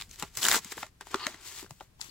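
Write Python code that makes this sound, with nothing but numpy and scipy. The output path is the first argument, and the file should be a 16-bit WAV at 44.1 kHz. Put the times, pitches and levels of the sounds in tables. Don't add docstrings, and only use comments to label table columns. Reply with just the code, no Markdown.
import sys
import numpy as np
from scipy import signal
from scipy.io import wavfile
from scipy.ndimage import map_coordinates

SR = 44100
rng = np.random.default_rng(int(sys.argv[2]) if len(sys.argv) > 2 else 0)


def to_linear_factor(level_db):
    exponent = np.asarray(level_db, float) / 20
    return 10 ** exponent


def inscribe(sig):
    pcm = np.round(np.clip(np.atleast_2d(sig).T, -1, 1) * 32767)
    wavfile.write(sys.argv[1], SR, pcm.astype(np.int16))


N = 92610

# frequency in Hz, level in dB.
HUSH_COLOUR = [(12, -32), (20, -6), (65, -11), (293, -23.5), (7520, -35), (16000, -41)]
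# frequency in Hz, likeness from 0 to 1.
HUSH_LIKENESS = [(60, 0.75), (500, 0.2), (3000, .1)]
# start in seconds, peak level in dB, pitch in Hz.
THUMPS = [(0.229, -44, 175), (0.372, -51, 119), (0.465, -43, 260), (0.563, -34, 430), (.572, -39, 400),
          (0.649, -50, 200), (0.721, -48, 415), (0.77, -46, 340), (.777, -43.5, 400), (.783, -53, 140),
          (1.148, -34.5, 355), (1.264, -44, 270), (1.342, -48, 360), (1.626, -50, 330), (1.635, -54, 200),
          (1.643, -50, 400), (1.708, -50.5, 143.5), (1.814, -43.5, 603), (2.041, -58, 120), (.24, -58, 70),
          (.488, -49, 130), (.59, -56, 190), (1.3, -56, 250), (1.64, -58, 110), (2.085, -59, 250)]
# time in seconds, level in dB.
SQUEAK_LEVEL = [
    (1.17, -58),
    (1.197, -45),
    (1.243, -43.5),
    (1.266, -48),
]
# frequency in Hz, width in Hz, level in dB.
SQUEAK_BANDS = [(1135, 450, -1), (1750, 350, -4), (3000, 700, -3), (3800, 500, -6), (4350, 350, -3)]
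# start in seconds, level in dB, pitch in Hz, length in seconds.
RINGS = [
    (0.837, -41, 620, 0.013),
    (1.236, -40, 4370, 0.021),
    (1.273, -38.5, 619, 0.02),
    (1.226, -43, 1200, .022),
    (1.214, -43, 1000, .01),
    (2.092, -54, 4480, 0.01),
]
# start, fullest moment and end in seconds, level in dB, brightness in steps of
# about 2 dB per octave.
SLIDES = [(-.02, .0, 0.088, -45.5, 1.2), (0.047, 0.139, 0.2, -49.5, 1), (0.162, 0.198, .35, -44.5, 0.3),
          (0.31, 0.36, .37, -48.5, 0.5), (0.55, 0.649, 0.907, -47.5, 0.54),
          (0.675, 0.822, 0.91, -48, -0.14), (.764, .772, .85, -47, 3), (.775, .81, .832, -48, 4),
          (.695, .721, .745, -42, 1.5), (0.999, 1.017, 1.04, -49, -1.3), (1.0, 1.085, 1.13, -52, 0.6),
          (1.092, 1.115, 1.72, -47.5, -0.95), (1.173, 1.289, 1.376, -50, 0.1),
          (1.382, 1.476, 1.607, -42, 1.2), (1.493, 1.587, 1.695, -41.5, 0.98),
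          (1.691, 1.695, 1.864, -56, 2.4), (1.73, 1.827, 1.91, -60, 0.6), (1.975, 2.022, 2.2, -48.5, 0.45)]
# frequency in Hz, level in dB.
SLIDE_COLOUR = [(130, -31), (350, -1), (560, -8), (1000, -2), (3000, -2), (16000, -7.5)]
# start in seconds, peak level in
# dB, pitch in Hz, treble share in dB.
SNAPS = [(.001, -34.5, 2730, -25), (0.011, -29.5, 3900, -14), (.02, -32, 3740, -31),
         (.0203, -34, 2200, -30), (.093, -49.5, 5900, -12), (.111, -42, 6200, -7), (0.158, -50, 4160, 0),
         (0.188, -43, 4220, -17), (.197, -41, 4100, 2), (.224, -26, 1120, -10), (.2243, -28, 2800, -12),
         (.23, -27, 820, -20), (.236, -31, 800, -30), (.352, -40, 7700, -10.5), (.371, -26, 6400, -4),
         (0.386, -31.5, 6360, -20), (.429, -19, 3400, -16), (.4405, -23, 2130, -3.5),
         (.451, -17.5, 1520, -12), (0.457, -21, 1490, -22), (.464, -23.5, 1750, -3),
         (.484, -16, 7500, -8.5), (0.513, -17, 3670, -9.5), (.5215, -18, 1900, -13.5),
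         (.528, -20, 1620, -13), (.5435, -17, 1390, -17.5), (0.548, -19, 1730, -13),
         (0.555, -22, 1300, -11.5), (.565, -30.5, 1000, -14), (0.5885, -30, 6700, -21.5),
         (.412, -33, 7300, -20), (.418, -29, 5350, -15), (.4215, -29, 1550, -20), (.425, -28, 5200, -12),
         (.4435, -26, 7400, -15), (.4485, -26, 6000, -5), (.4512, -18, 3300, -20), (.467, -27, 4200, -15),
         (.4775, -29, 1550, -25), (.4842, -19, 1500, -20), (.4885, -25, 5000, -8), (.4955, -26, 1300, -5),
         (.5132, -18, 1650, -25), (.5134, -20, 7100, -15), (.532, -25, 1900, -20), (.537, -22, 1950, -20),
         (.5415, -24, 2300, -15), (.5445, -24, 6500, -20), (.562, -27, 2000, -12), (.574, -29, 5700, -15),
         (.6455, -34, 5430, -6), (.718, -36, 7200, -10), (0.7202, -31, 2080, -12),
          (0.7243, -33, 1580, -12), (.7215, -36, 3100, -15), (.7775, -33, 1600, -30), (.78, -35, 1000, -30),
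          (.864, -47, 2000, -8), (.8665, -47, 1100, -12), (.828, -31, 2400, -32), (0.8292, -29.5, 770, -24),
          (.8303, -30, 1600, -30), (1.009, -34, 1560, -10), (1.069, -40.5, 860, -12.5),
          (1.114, -52.5, 860, 3), (1.134, -39, 1060, -22), (1.1425, -17, 1185, -39),
          (1.1428, -24.5, 3870, -16), (1.157, -37.5, 6000, -7), (1.2664, -18, 2050, -15),
          (1.2667, -25, 1130, -30), (1.343, -37.5, 2000, -15), (1.514, -42, 1740, -10),
          (1.627, -42, 920, -8), (1.644, -45.5, 1050, -26), (1.662, -45, 1490, -23), (1.707, -39, 826, -10),
          (1.7072, -47, 2500, -6), (1.8, -47, 3030, -15), (1.807, -33, 850, -28), (1.8085, -39, 1400, -25),
          (1.9968, -48, 830, -28), (2.008, -36, 7000, -21), (2.0125, -28, 4530, -14),
          (2.023, -41, 6600, -16)]
# time in seconds, level in dB.
RIP_LEVEL = [(.366, -48.5), (.375, -34), (.408, -38), (.43, -29), (.46, -25.5), (.478, -30), (.495, -26.5),
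             (.52, -29), (.55, -25), (.575, -29), (.6, -45)]
# frequency in Hz, level in dB.
RIP_COLOUR = [(80, -38), (200, -7.5), (900, -4.5), (1600, -6), (3500, -5), (16000, -3)]
# frequency in Hz, level in dB.
CAMERA_COLOUR = [(400, 2.5), (540, -4), (800, 1.5), (3000, 1), (6600, .5), (7600, 4.5), (8500, -4.5),
                 (16000, -6.5)]
# time in seconds, left over right in dB.
PAN = [
    (0.0, 2.5),
    (1.89, 4.5),
    (2.1, 11),
]
# frequency in Hz, level in dB.
SPREAD = [(100, -19.5), (700, -18), (2200, -11), (4000, -.5), (16000, 0)]


def evened(x):
    return x / np.sqrt(np.mean(x ** 2) + 1e-20)


def read(points, hz):
    f, value = np.transpose(points)
    return np.interp(np.log(hz + 1), np.log(f + 1), value)


def colour(x, points):
    hz = abs(np.fft.fftfreq(4096, 1 / SR))
    log_gain = np.log(to_linear_factor(np.maximum(read(points, hz), -100)))
    minimum_phase = np.exp(np.conj(signal.hilbert(log_gain)))
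    taps = np.fft.ifft(minimum_phase).real[:2048]
    return signal.oaconvolve(x, taps)[:len(x)]


def slow(hz):
    lowpass = signal.butter(2, hz, fs=SR)
    return evened(signal.lfilter(*lowpass, rng.standard_normal(N + SR))[SR:])


def level(curve):
    s, db = np.transpose(curve)
    return to_linear_factor(np.interp(np.arange(N) / SR, s, db, left=-150, right=-150))


def add(mix, s, sound):
    part = mix[max(round(s * SR), 0):][:len(sound)]
    part += sound[:len(part)]


def clicks(per_s, spread_db):
    chance, size, sign = rng.random((N, 3)).T
    hit = chance < per_s / SR
    return hit * to_linear_factor(spread_db * np.minimum(-np.log(size), 4)) * np.sign(sign - .5)


def hush():
    frames, hz = N // 256 + 5, np.fft.rfftfreq(1024, 1 / SR)
    a, b, c, d = rng.standard_normal((frames, 513, 4)).T
    same = np.clip(read(HUSH_LIKENESS, hz), -1, 1)[:, None]
    left = a + 1j * b
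    right = same * left + np.sqrt(1 - same ** 2) * (c + 1j * d)
    spectrum = np.array([left, right]) * to_linear_factor(read(HUSH_COLOUR, hz))[:, None]
    noise = evened(signal.istft(spectrum, nperseg=1024, noverlap=768)[1][:, :N])
    return to_linear_factor(-65.5) * noise * to_linear_factor([[1], [-1]])


def rumble():
    rumble_hz, drone_hz, early_db, settle_s = 56.6, 49.5, 8, 0.3
    t = np.arange(N) / SR
    band = signal.butter(2, [rumble_hz * 0.49, rumble_hz * 2.32], "band", fs=SR)
    low = evened(signal.lfilter(*band, rng.standard_normal(N))) * to_linear_factor(-66 + 2.5 * slow(15.0))
    drone = to_linear_factor(-72 + 3 * slow(8)) * np.sin(2 * np.pi * drone_hz * t + .8 * slow(5))
    settling = to_linear_factor(early_db * np.exp(-(t / settle_s) ** 2))
    return (low + drone) * settling * to_linear_factor([[1.5], [-1.5]])


def thumps():
    cycles, rough_share = 1.66, .75
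    out, t = np.zeros(N), np.arange(3000) / SR
    for s, db, hz in THUMPS:
        u = t * hz / cycles
        fade = np.exp(-2 * u)
        band = signal.butter(2, [hz * 0.65, hz * 1.3], "band", fs=SR)
        rough = evened(signal.lfilter(*band, rng.standard_normal(len(t)))) * fade
        tone = np.sin(2 * np.pi * hz * t) * fade
        add(out, s, to_linear_factor(db) * 5.24 * u * (tone + rough_share * rough))
    return out


def squeak():
    drive, out = clicks(6000, 1.2), np.zeros(N)
    for hz, width, db in SQUEAK_BANDS:
        band = signal.iirpeak(hz, hz / width, fs=SR)
        resonance = evened(signal.lfilter(*band, signal.lfilter(*band, drive)))
        out += to_linear_factor(db + 2.4 * slow(70)) * resonance
    return evened(out) * level(SQUEAK_LEVEL)


def rings():
    out = np.zeros(N)
    for s, db, hz, length in RINGS:
        t = np.arange(0, length, 1 / SR)
        wobble = .5 * slow(50)[:len(t)]
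        swell = np.sin(np.pi * np.sqrt(t / length))
        tone = np.sin(2 * np.pi * hz * t + wobble) * (1 + .3 * np.sin(3 * wobble))
        add(out, s, to_linear_factor(db) * swell * tone)
    return out


def slides():
    grains_per_s, foot_db = 9800, -27
    grain = colour(clicks(grains_per_s, 0), SLIDE_COLOUR) * to_linear_factor(.7 * slow(65))
    t, out = np.arange(N) / SR, np.zeros(N)
    for start, full, end, db, tilt_db in SLIDES:
        on = slice(max(round(start * SR), 0), round(end * SR))
        u = np.interp(t[on], [start, full, end], [1, 0, 1])
        tilted = evened(colour(grain[on], [(300, -3 * tilt_db), (16000, 8.1 * tilt_db)]))
        out[on] += to_linear_factor(db + foot_db * u ** 1.21) * np.sqrt(1 - u ** 4) * tilted
    return out


def snaps():
    cycles, lag_s, rise_s = 1.9, 0.001348, 0.00061
    tick_s, rattle_s, rattle_db, treble_lift_db = 0.0012, 0.0038, -11, 5
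    out, t = np.zeros(N), np.arange(1200) / SR
    treble = signal.butter(1, [4000, 14000], "band", fs=SR)
    after = np.maximum(t - lag_s, 0)
    build = np.exp(np.minimum(t - lag_s, 0) / rise_s)
    tick = np.exp(-after / tick_s)
    tail = np.exp(-(after / rattle_s) ** 2)
    for s, db, hz, treble_db in SNAPS:
        a, b = rng.standard_normal((len(t), 2)).T
        ring = np.cos(2 * np.pi * hz * (t - lag_s)) * np.exp(-after * hz * 2 / cycles)
        band = signal.butter(1, [hz * 0.31, min(hz * 1.69, 9000)], "band", fs=SR)
        rattle = evened(signal.lfilter(*band, a)) * (0.12 * tick + to_linear_factor(rattle_db) * tail)
        fizz = evened(signal.lfilter(*treble, b)) * (tick + 0.17 * tail)
        lowpass = signal.butter(2, min(hz * 4.64, 15000), fs=SR)
        body = signal.lfilter(*lowpass, build * (ring + rattle))
        add(out, s, to_linear_factor(db) * (body + to_linear_factor(treble_db + treble_lift_db) * build * fizz))
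    return out


def rip():
    slips_per_s, spread_db, patch_db, fizz_db, clump_db, trim_db = 8000, 2.5, 3, -2, 1, -0.5
    t, out = np.arange(300) / SR, np.zeros(N)
    train = clicks(slips_per_s, spread_db)
    patch = rng.integers(0, 24, N)
    swell = [to_linear_factor(patch_db * slow(40)) for _ in range(6)]
    for k, hz in enumerate(np.geomspace(400, 15000, 24)):
        cycles = 1.3 * np.sqrt(hz / 1000)
        tap = np.sin(2 * np.pi * hz * t) * np.exp(-t * hz / cycles)
        tap = tap / np.linalg.norm(tap) * (hz / 1000) ** .55
        out += signal.oaconvolve(train * (patch == k), tap)[:N] * swell[k // 4]
    out = evened(out) + to_linear_factor(fizz_db) * rng.standard_normal(N)
    out = evened(colour(out, RIP_COLOUR) * to_linear_factor(clump_db * slow(200)))
    return out * level(RIP_LEVEL) * to_linear_factor(trim_db)


def ports(x):
    tail_db, tail_t60_s = -19, .08
    lead_s_per_db, level_pan_db = 3.6e-05, 2.8
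    z = signal.stft(x, nperseg=96)[2]
    scatter = np.exp(2j * np.pi * rng.random(z.shape[::-1]).T)
    side = colour(signal.istft(z * scatter, nperseg=96)[1][:N], SPREAD)
    t = np.arange(8000) / SR
    a, b = rng.standard_normal((len(t), 2)).T
    tail = np.array([a, 2.4 * a + .5 * b]) * to_linear_factor(-60 * t / tail_t60_s) * np.minimum(t / 0.012, 1)
    wet = signal.fftconvolve(x[None], tail / np.linalg.norm(tail[0]), axes=1)[:, :N]
    s, pan_db = np.transpose(PAN)
    half = np.interp(np.arange(N) / SR, s, pan_db) / 2
    late = np.arange(N) - np.maximum(2 * half - level_pan_db, 0) * lead_s_per_db * SR
    right = map_coordinates(x - side, [late], order=5)
    return np.array([x + side, right]) * to_linear_factor([half, -half]) + to_linear_factor(tail_db) * wet


def scene():
    wrapper = thumps() + squeak() + rings() + slides() + snaps() + rip()
    return ports(colour(wrapper, CAMERA_COLOUR)) + hush() + rumble()


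def low_pass(x):
    return signal.sosfilt(signal.butter(12, 16990, fs=SR, output="sos"), x)


def record(dry):
    edge = signal.firwin(511, 15900, window=("kaiser", 9), fs=SR)
    mix = signal.oaconvolve(dry, edge[None], "same") + to_linear_factor(-40) * dry
    return low_pass(mix)


dry = scene()
out = record(dry)
inscribe(out)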